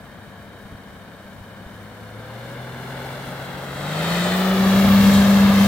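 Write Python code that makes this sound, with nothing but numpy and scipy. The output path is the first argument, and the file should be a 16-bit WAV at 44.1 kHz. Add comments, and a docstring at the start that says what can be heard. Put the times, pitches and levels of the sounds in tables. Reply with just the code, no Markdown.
"""On sand at the foot of a slope, a six-cylinder four-wheel-drive crawls a few metres away, turns
side-on and revs up to climb. The exhaust booms at the firing rate, while gears, fan blades and exhaust
overtones whine under load. The engine bay roars, the fan rushes and the intake gulps air, all combed
by a ground echo that sweeps as the car comes closer. Underneath, the tyres spray sand and dust,
the body thumps over ruts and a low, lumpy rumble swells as the wheels churn into the slope."""
import sys
import numpy as np
from scipy import signal
from scipy.fft import rfft, irfft, next_fast_len
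from scipy.io import wavfile

SR = 44100
rng = np.random.default_rng(int(sys.argv[2]) if len(sys.argv) > 2 else 0)


def wav_out(sig):
    """Save sig, one row per channel (or a flat mono array), as 16-bit PCM at SR to the path in sys.argv[1]."""
    wavfile.write(sys.argv[1], SR, np.round(np.clip(np.atleast_2d(sig).T, -1, 1) * 32767).astype(np.int16))


N = 250047
TIME = np.arange(N) / SR


def from_db(db):
    """Decibels to gain."""
    return np.exp(np.asarray(db) * (np.log(10) / 20))


def rms_one(x):
    """Scale to unit power."""
    return x / np.sqrt(np.mean(x ** 2) + 1e-20)


def in_time(rows):
    """Read each column of an automation curve at every sample."""
    times, *columns = np.transpose(rows)
    return [np.interp(TIME, times, column) for column in columns]


def at_hz(points, hz):
    """Read a spectrum on a log-frequency axis."""
    freqs, values = np.transpose(points)
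    return np.interp(np.log(hz), np.log(freqs), values)


def drift(rate):
    """A random wander of unit power, with `rate` new values a second."""
    knots = rng.standard_normal(4096)
    return rms_one(np.interp(TIME * rate, np.arange(len(knots)), knots))


def colour(pair, spectrum):
    """Shape two unrelated signals into unit-power stereo, narrow in the bass and wide in the treble."""
    # how alike the ears are: (frequency [Hz], correlation [0-1])
    likeness = [(30, .8), (70, .93), (160, .97), (300, .92), (700, .92), (1220, .68), (2000, .42),
                (3300, .38), (5500, .1), (9000, 0), (15000, .1)]
    # lean to the left: (frequency [Hz], left minus right [dB])
    lean = [(60, 1.3), (92, 0.5), (140, 6), (210, 4.8), (330, 2.7), (500, 3.3), (770, 2.0), (1170, 0.55),
            (1790, 0.43), (2740, 4.8), (4190, 0.43), (6410, 3.2), (9810, 1.5), (15000, 2.9)]
    size = next_fast_len(N)
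    hz = np.maximum(np.arange(size // 2 + 1) * SR / size, 1)
    mid, side = rfft(pair.astype(np.float32), size)
    alike = at_hz(likeness, hz)
    ears = np.array([[1], [-1]])
    stereo = np.sqrt(1 + alike) * mid + ears * np.sqrt(1 - alike) * side
    in_band = (hz > spectrum[0][0]) & (hz < spectrum[-1][0])
    gain = in_band * from_db(at_hz(spectrum, hz) + ears * at_hz(lean, hz) / 2)
    return rms_one(irfft((stereo * gain).astype(np.complex64), size)[:, :N])


def turning(pair, rear, side, turn):
    """Crossfade from the tail-on to the side-on colour as the car shows its flank."""
    return np.sqrt(1 - turn) * colour(pair, rear) + np.sqrt(turn) * colour(pair, side)


def clatter(cycle, size):
    """Valves, injectors and pistons repeat one rattle every engine cycle: a comb of close lines."""
    pattern = signal.resample(rng.standard_normal((2, size)), size * 8, axis=1)
    position = np.arange(size * 8) / (size * 8)
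    return rms_one(np.array([np.interp(cycle, position, row, period=1) for row in pattern]))


def churn(cycle, cycle_depth, crank_depth, firing_depth):
    """Turbulence that swells with each engine cycle, crank turn and firing."""
    angle = 2 * np.pi * cycle
    swell = 1 + cycle_depth * np.cos(angle) + crank_depth * np.sin(2 * angle)
    swell += firing_depth * np.cos(6 * angle)
    return swell * rng.standard_normal((2, N))


def engine_order(cycle, order, waver_db, waver_rate):
    """A sine at a multiple of the engine cycle, its level wavering with the combustion."""
    phase = (order * cycle + rng.random()) % 1
    return np.sqrt(2) * np.sin(2 * np.pi * phase) * from_db(waver_db * drift(waver_rate))


def jet(bursts, spectrum, spread):
    """A compact jet of air or dust: each burst of hiss rises to its peak and dies away."""
    envelope = sum(from_db(peak_db) * np.exp(-np.maximum((at - TIME) / rise, (TIME - at) / fall))
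                   for at, peak_db, rise, fall in bursts)
    pair = rng.standard_normal((2, N)) * np.array([[1], [spread]])
    return envelope * colour(pair, spectrum)


def layer_levels(firing_hz, distance_m):
    """Faders in dB for rumble, bay, fan and sand, riding on revs, throttle, strain and nearness."""
    # the driver feeds in power, eases off, floors it and settles: (time [s], throttle [0-1])
    pedal = [(0, 0), (2.12, 0.05), (2.33, .25), (2.72, 0.23), (3.05, 0.49), (3.68, 0.28), (4.1, 1),
             (4.55, 0.68), (5.67, 0.65)]
    # the wheels dig into the slope: (time [s], strain [0-1])
    digging = [(4.5, 0), (4.7, 0.58), (5.1, 0.99), (5.28, 0.57), (5.67, 0.77)]
    # how each fader moves: (crawl [dB], revs [dB/octave], full throttle [dB], full strain [dB])
    rumble_law = (-50, -3, 4, 19)
    bay_law = (-45.5, 14, 5.5, 1)
    fan_law = (-55.5, 10, 14, 4.5)
    sand_law = (-62.6, 11.5, 9, 8)
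    throttle, = in_time(pedal)
    strain, = in_time(digging)
    octaves = np.log2(firing_hz / 100)  # above a crawl of 100 firings a second
    near_db = 20 * np.log10(distance_m[0] / distance_m)
    return [crawl_db + revs_db * octaves + throttle_db * throttle + strain_db * strain + near_db
            for crawl_db, revs_db, throttle_db, strain_db in (rumble_law, bay_law, fan_law, sand_law)]


def bumps():
    """Each rut knocks the body's low modes into a short thump."""
    # hits from the ruts: (time [s], gain [dB])
    ruts = [(0.654, -35), (0.723, -33), (0.749, -32), (1.251, -39), (1.411, -32.5), (1.663, -30)]
    # body and suspension modes: (frequency [Hz], level [dB], t60 [s])
    modes = [(62, -16, 0.094), (103, 3, 0.051), (185, -11, 0.035), (355, -22, 0.028)]
    out, age = np.zeros(N), TIME[:SR // 2]
    knock = sum(from_db(level_db - 60 * age / t60) * np.sin(2 * np.pi * hz * age)
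                for hz, level_db, t60 in modes)
    for at, gain_db in ruts:
        start = round(at * SR)
        out[start:start + len(knock)] += from_db(gain_db) * knock
    return out


def dust():
    """The finest dust puffs off the slipping tyres, an airy sizzle at the very top."""
    # puffs: (time [s], peak [dB], rise [s], fall [s])
    puffs = [(3.4, -58, .15, .5), (4.4, -41, .12, 0.2), (4.92, -35, 0.14, .16)]
    # colour of the dust: (frequency [Hz], relative level [dB])
    sizzle = [(10000, -18), (12500, -7), (14500, 0), (15850, 2)]
    return jet(puffs, sizzle, spread=0.64)


def sand(level_db, turn):
    """Countless grains thrown by the tyres merge into a slightly lumpy hiss."""
    # colour of the spray, tail-on and side-on: (frequency [Hz], relative level [dB])
    rear = [(4000, -12), (5200, 0), (7000, -3), (9000, 1), (11200, -4.5), (13600, -1), (15850, -5)]
    side = [(4000, -27), (5200, -1), (7300, -3), (9000, -9), (11000, -5), (13000, -3.5), (15200, -4),
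            (15850, -6)]
    grains = rng.standard_normal((2, N)) * from_db(0.76 * drift(150) + 0.65 * drift(14))
    return from_db(level_db + 2.0) * turning(grains, rear, side, turn)


def rumble(level_db, turn):
    """A low, lumpy rumble that swells as the wheels churn into the slope."""
    # colour of the rumble, tail-on and side-on: (frequency [Hz], relative level [dB])
    rear = [(15, -26), (40, -10.5), (58, -5), (90, -7), (130, -7.5), (190, -1.5), (250, -6), (310, -16),
            (420, -32)]
    side = [(20, -22), (48, -12), (66, -5.5), (100, 5), (160, -2), (215, 0.5), (260, -2), (330, -17),
            (420, -18)]
    lumps = rng.standard_normal((2, N)) * from_db(0.7 * drift(25))
    return from_db(level_db + 3.0 + 5.2 * turn) * turning(lumps, rear, side, turn)


def intake():
    """Gulps of air hiss in the intake."""
    # gulps: (time [s], peak [dB], rise [s], fall [s])
    gulps = [(4.25, -32.5, 0.29, .18), (5.15, -30, .06, 0.087)]
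    # colour of the intake: (frequency [Hz], relative level [dB])
    hiss = [(2800, -17), (3300, 5), (4200, 4), (5000, -8), (6800, -5), (7800, 4), (8500, -1), (9500, -28),
            (11000, -30)]
    return jet(gulps, hiss, spread=0.37)


def fan(cycle, level_db, turn):
    """Air rushes through the cooling fan, with the valve train ticking in it."""
    # colour of the rush, tail-on and side-on: (frequency [Hz], relative level [dB])
    rear = [(1600, 0), (2000, -4.5), (2250, -2), (2650, -7), (3100, -2.5), (3750, -4.5), (4300, -7.5),
            (5000, -16), (5600, -25), (7000, -45)]
    side = [(1600, -10), (2000, 0.5), (2300, -2.5), (2700, -3), (3200, -3), (3850, -2.5), (4600, -6.5),
            (5500, -14), (7000, -42)]
    ticking = turning(clatter(cycle, size=1024), rear, side, turn)
    air = churn(cycle, cycle_depth=0.085, crank_depth=0.089, firing_depth=0.042)
    rush = turning(air, rear, side, turn)
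    return from_db(level_db) * (from_db(-10.5) * ticking + from_db(-0.53) * rush)


def engine_bay(cycle, level_db, turn):
    """A mechanical rattle locked to the crank sits inside a turbulent roar."""
    # colour of the bay, tail-on and side-on: (frequency [Hz], relative level [dB])
    rear = [(220, -11), (290, -1.5), (370, -6), (540, 0.5), (680, -2.5), (850, -8), (1130, -6), (1350, -6),
            (1650, -6), (1900, -8), (2150, -12.5), (2600, -50)]
    side = [(220, -12), (330, -10.5), (400, -4), (580, -3), (700, -5.5), (900, -5.5), (1250, -7),
            (1480, -8.5), (1750, -9.5), (1950, -15.5), (2200, -23), (2600, -41)]
    rattle = turning(clatter(cycle, size=512), rear, side, turn)
    air = churn(cycle, cycle_depth=0.064, crank_depth=0.11, firing_depth=0.049)
    roar = turning(air, rear, side, turn)
    return from_db(level_db) * (from_db(-6.0) * rattle + from_db(-2.0) * roar)


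def over_ground(direct, distance_m, strength, depth_ms, dull_hz):
    """Add the echo off the sand: it lags more as the car nears, so its comb notches glide."""
    ear_height_m, engine_height_m, sound_m_per_s = 1.6, 1.0, 343
    lag_s = 2 * ear_height_m * engine_height_m / distance_m / sound_m_per_s
    dull = signal.sosfiltfilt(signal.butter(1, dull_hz, fs=SR, output="sos"), direct)
    # sand reflects at its surface and, inverted, just below it
    surface = TIME - lag_s
    below = surface - depth_ms / 1000
    echo = np.array([np.interp(surface, TIME, ear) - np.interp(below, TIME, ear) for ear in dull])
    return direct + strength * echo


def whines(cycle):
    """Gears, fan blades and exhaust overtones sing out and fade as the drive takes up the load."""
    # singing orders: (start [s], end [s], order [per engine cycle], level [dB])
    notes = [(.2, 2.35, 12, -49), (1.75, 2.25, 28.4, -52), (2.2, 2.7, 27, -49), (2.3, 3.5, 11, -46),
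             (2.55, 3.4, 18, -47), (2.7, 3.5, 38, -50), (2.6, 3.3, 40, -52), (4.15, 4.95, 12, -37),
             (4.8, 5.67, 12, -44), (4.5, 5.45, 18, -34.5)]
    out = np.zeros(N)
    for start, end, order, level_db in notes:
        progress = np.clip((TIME - start) / (end - start), 0, 1)
        swell = np.sqrt(np.abs(np.sin(np.pi * progress)))
        out += from_db(level_db) * swell * engine_order(cycle, order, waver_db=1.5, waver_rate=22)
    return out


def exhaust(cycle, firing_hz, boom_db, load_db):
    """The firing tone booms; weaker orders swell as they glide through the tailpipe's resonances."""
    # unequal cylinders and firing overtones: (order [per engine cycle], relative level [dB])
    orders = [(2, -5), (3, -8.5), (4, -11), (5, -13.5), (7, -13.5), (8, -9), (10, -14), (20, -4.5),
              (22, -15.5), (24, -8.5), (25, -12.5)]
    # the tailpipe rings near multiples of 195 Hz: (frequency [Hz], gain [dB])
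    pipe = [(40, -37), (66, -12), (100, -11.5), (130, -9.5), (195, 3), (240, -10.5), (300, -24), (375, -10),
            (440, -19), (590, -4), (660, -20), (800, -13), (1400, -14)]
    note = from_db(boom_db) * engine_order(cycle, order=6, waver_db=1.0, waver_rate=30)
    for order, level_db in orders:
        gain = from_db(load_db + level_db + at_hz(pipe, firing_hz * order / 6))
        note += gain * engine_order(cycle, order, waver_db=2.0, waver_rate=14)
    return note


def scene():
    """Mix the car as it revs up, comes nearer and turns; one engine cycle clocks all its tones."""
    # a crawl, a first push, then up to a steady climb: (time [s], firing rate [Hz], boom level [dB])
    revs = [(0.0, 101.8, -51.6), (1.3, 97.7, -53.9), (2.1, 107.2, -42.8), (2.5, 123.9, -38.6),
            (2.9, 131.8, -37.7), (3.45, 135.6, -38.4), (3.77, 138.9, -36.2), (4.13, 172.0, -22.9),
            (4.45, 188.3, -21.5), (4.8, 195.6, -14.0), (5.1, 198.5, -11.4), (5.67, 198.1, -14.5)]
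    # the car comes nearer: (time [s], distance [m])
    approach = [(0, 7.12), (1.6, 7.02), (3, 6.57), (4.2, 5.78), (4.75, 5.18), (5.67, 4.88)]
    # it shows its flank and takes the slope: (time [s], share side-on [0-1])
    heading = [(0, .035), (3.3, 0.083), (4.7, 0.96), (5.67, .97)]
    firing_hz, boom_db = in_time(revs)
    distance_m, = in_time(approach)
    turn, = in_time(heading)
    rumble_db, bay_db, fan_db, sand_db = layer_levels(firing_hz, distance_m)
    cycle = np.cumsum(firing_hz) / (6 * SR)  # engine cycles elapsed, six firings each
    pan_left = from_db([[0.6], [-0.6]])
    tones = pan_left * (exhaust(cycle, firing_hz, boom_db, load_db=bay_db) + whines(cycle))
    front = engine_bay(cycle, bay_db, turn) + fan(cycle, fan_db, turn) + intake()
    combed_front = over_ground(front, distance_m, strength=0.25, depth_ms=0.15, dull_hz=7900)
    tyres = sand(sand_db, turn) + dust()
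    return bumps() + tyres + rumble(rumble_db, turn) + combed_front + tones


def record(dry):
    """Sound reaches the left channel two samples sooner; the top is cut steeply at 15.9 kHz."""
    late_right = np.pad(dry[1], (2, 0))[:N]
    high_cut = signal.ellip(12, .1, 80, 15900, fs=SR, output="sos")
    return signal.sosfilt(high_cut, np.array([dry[0], late_right]))


dry = scene()
out = record(dry)
wav_out(out)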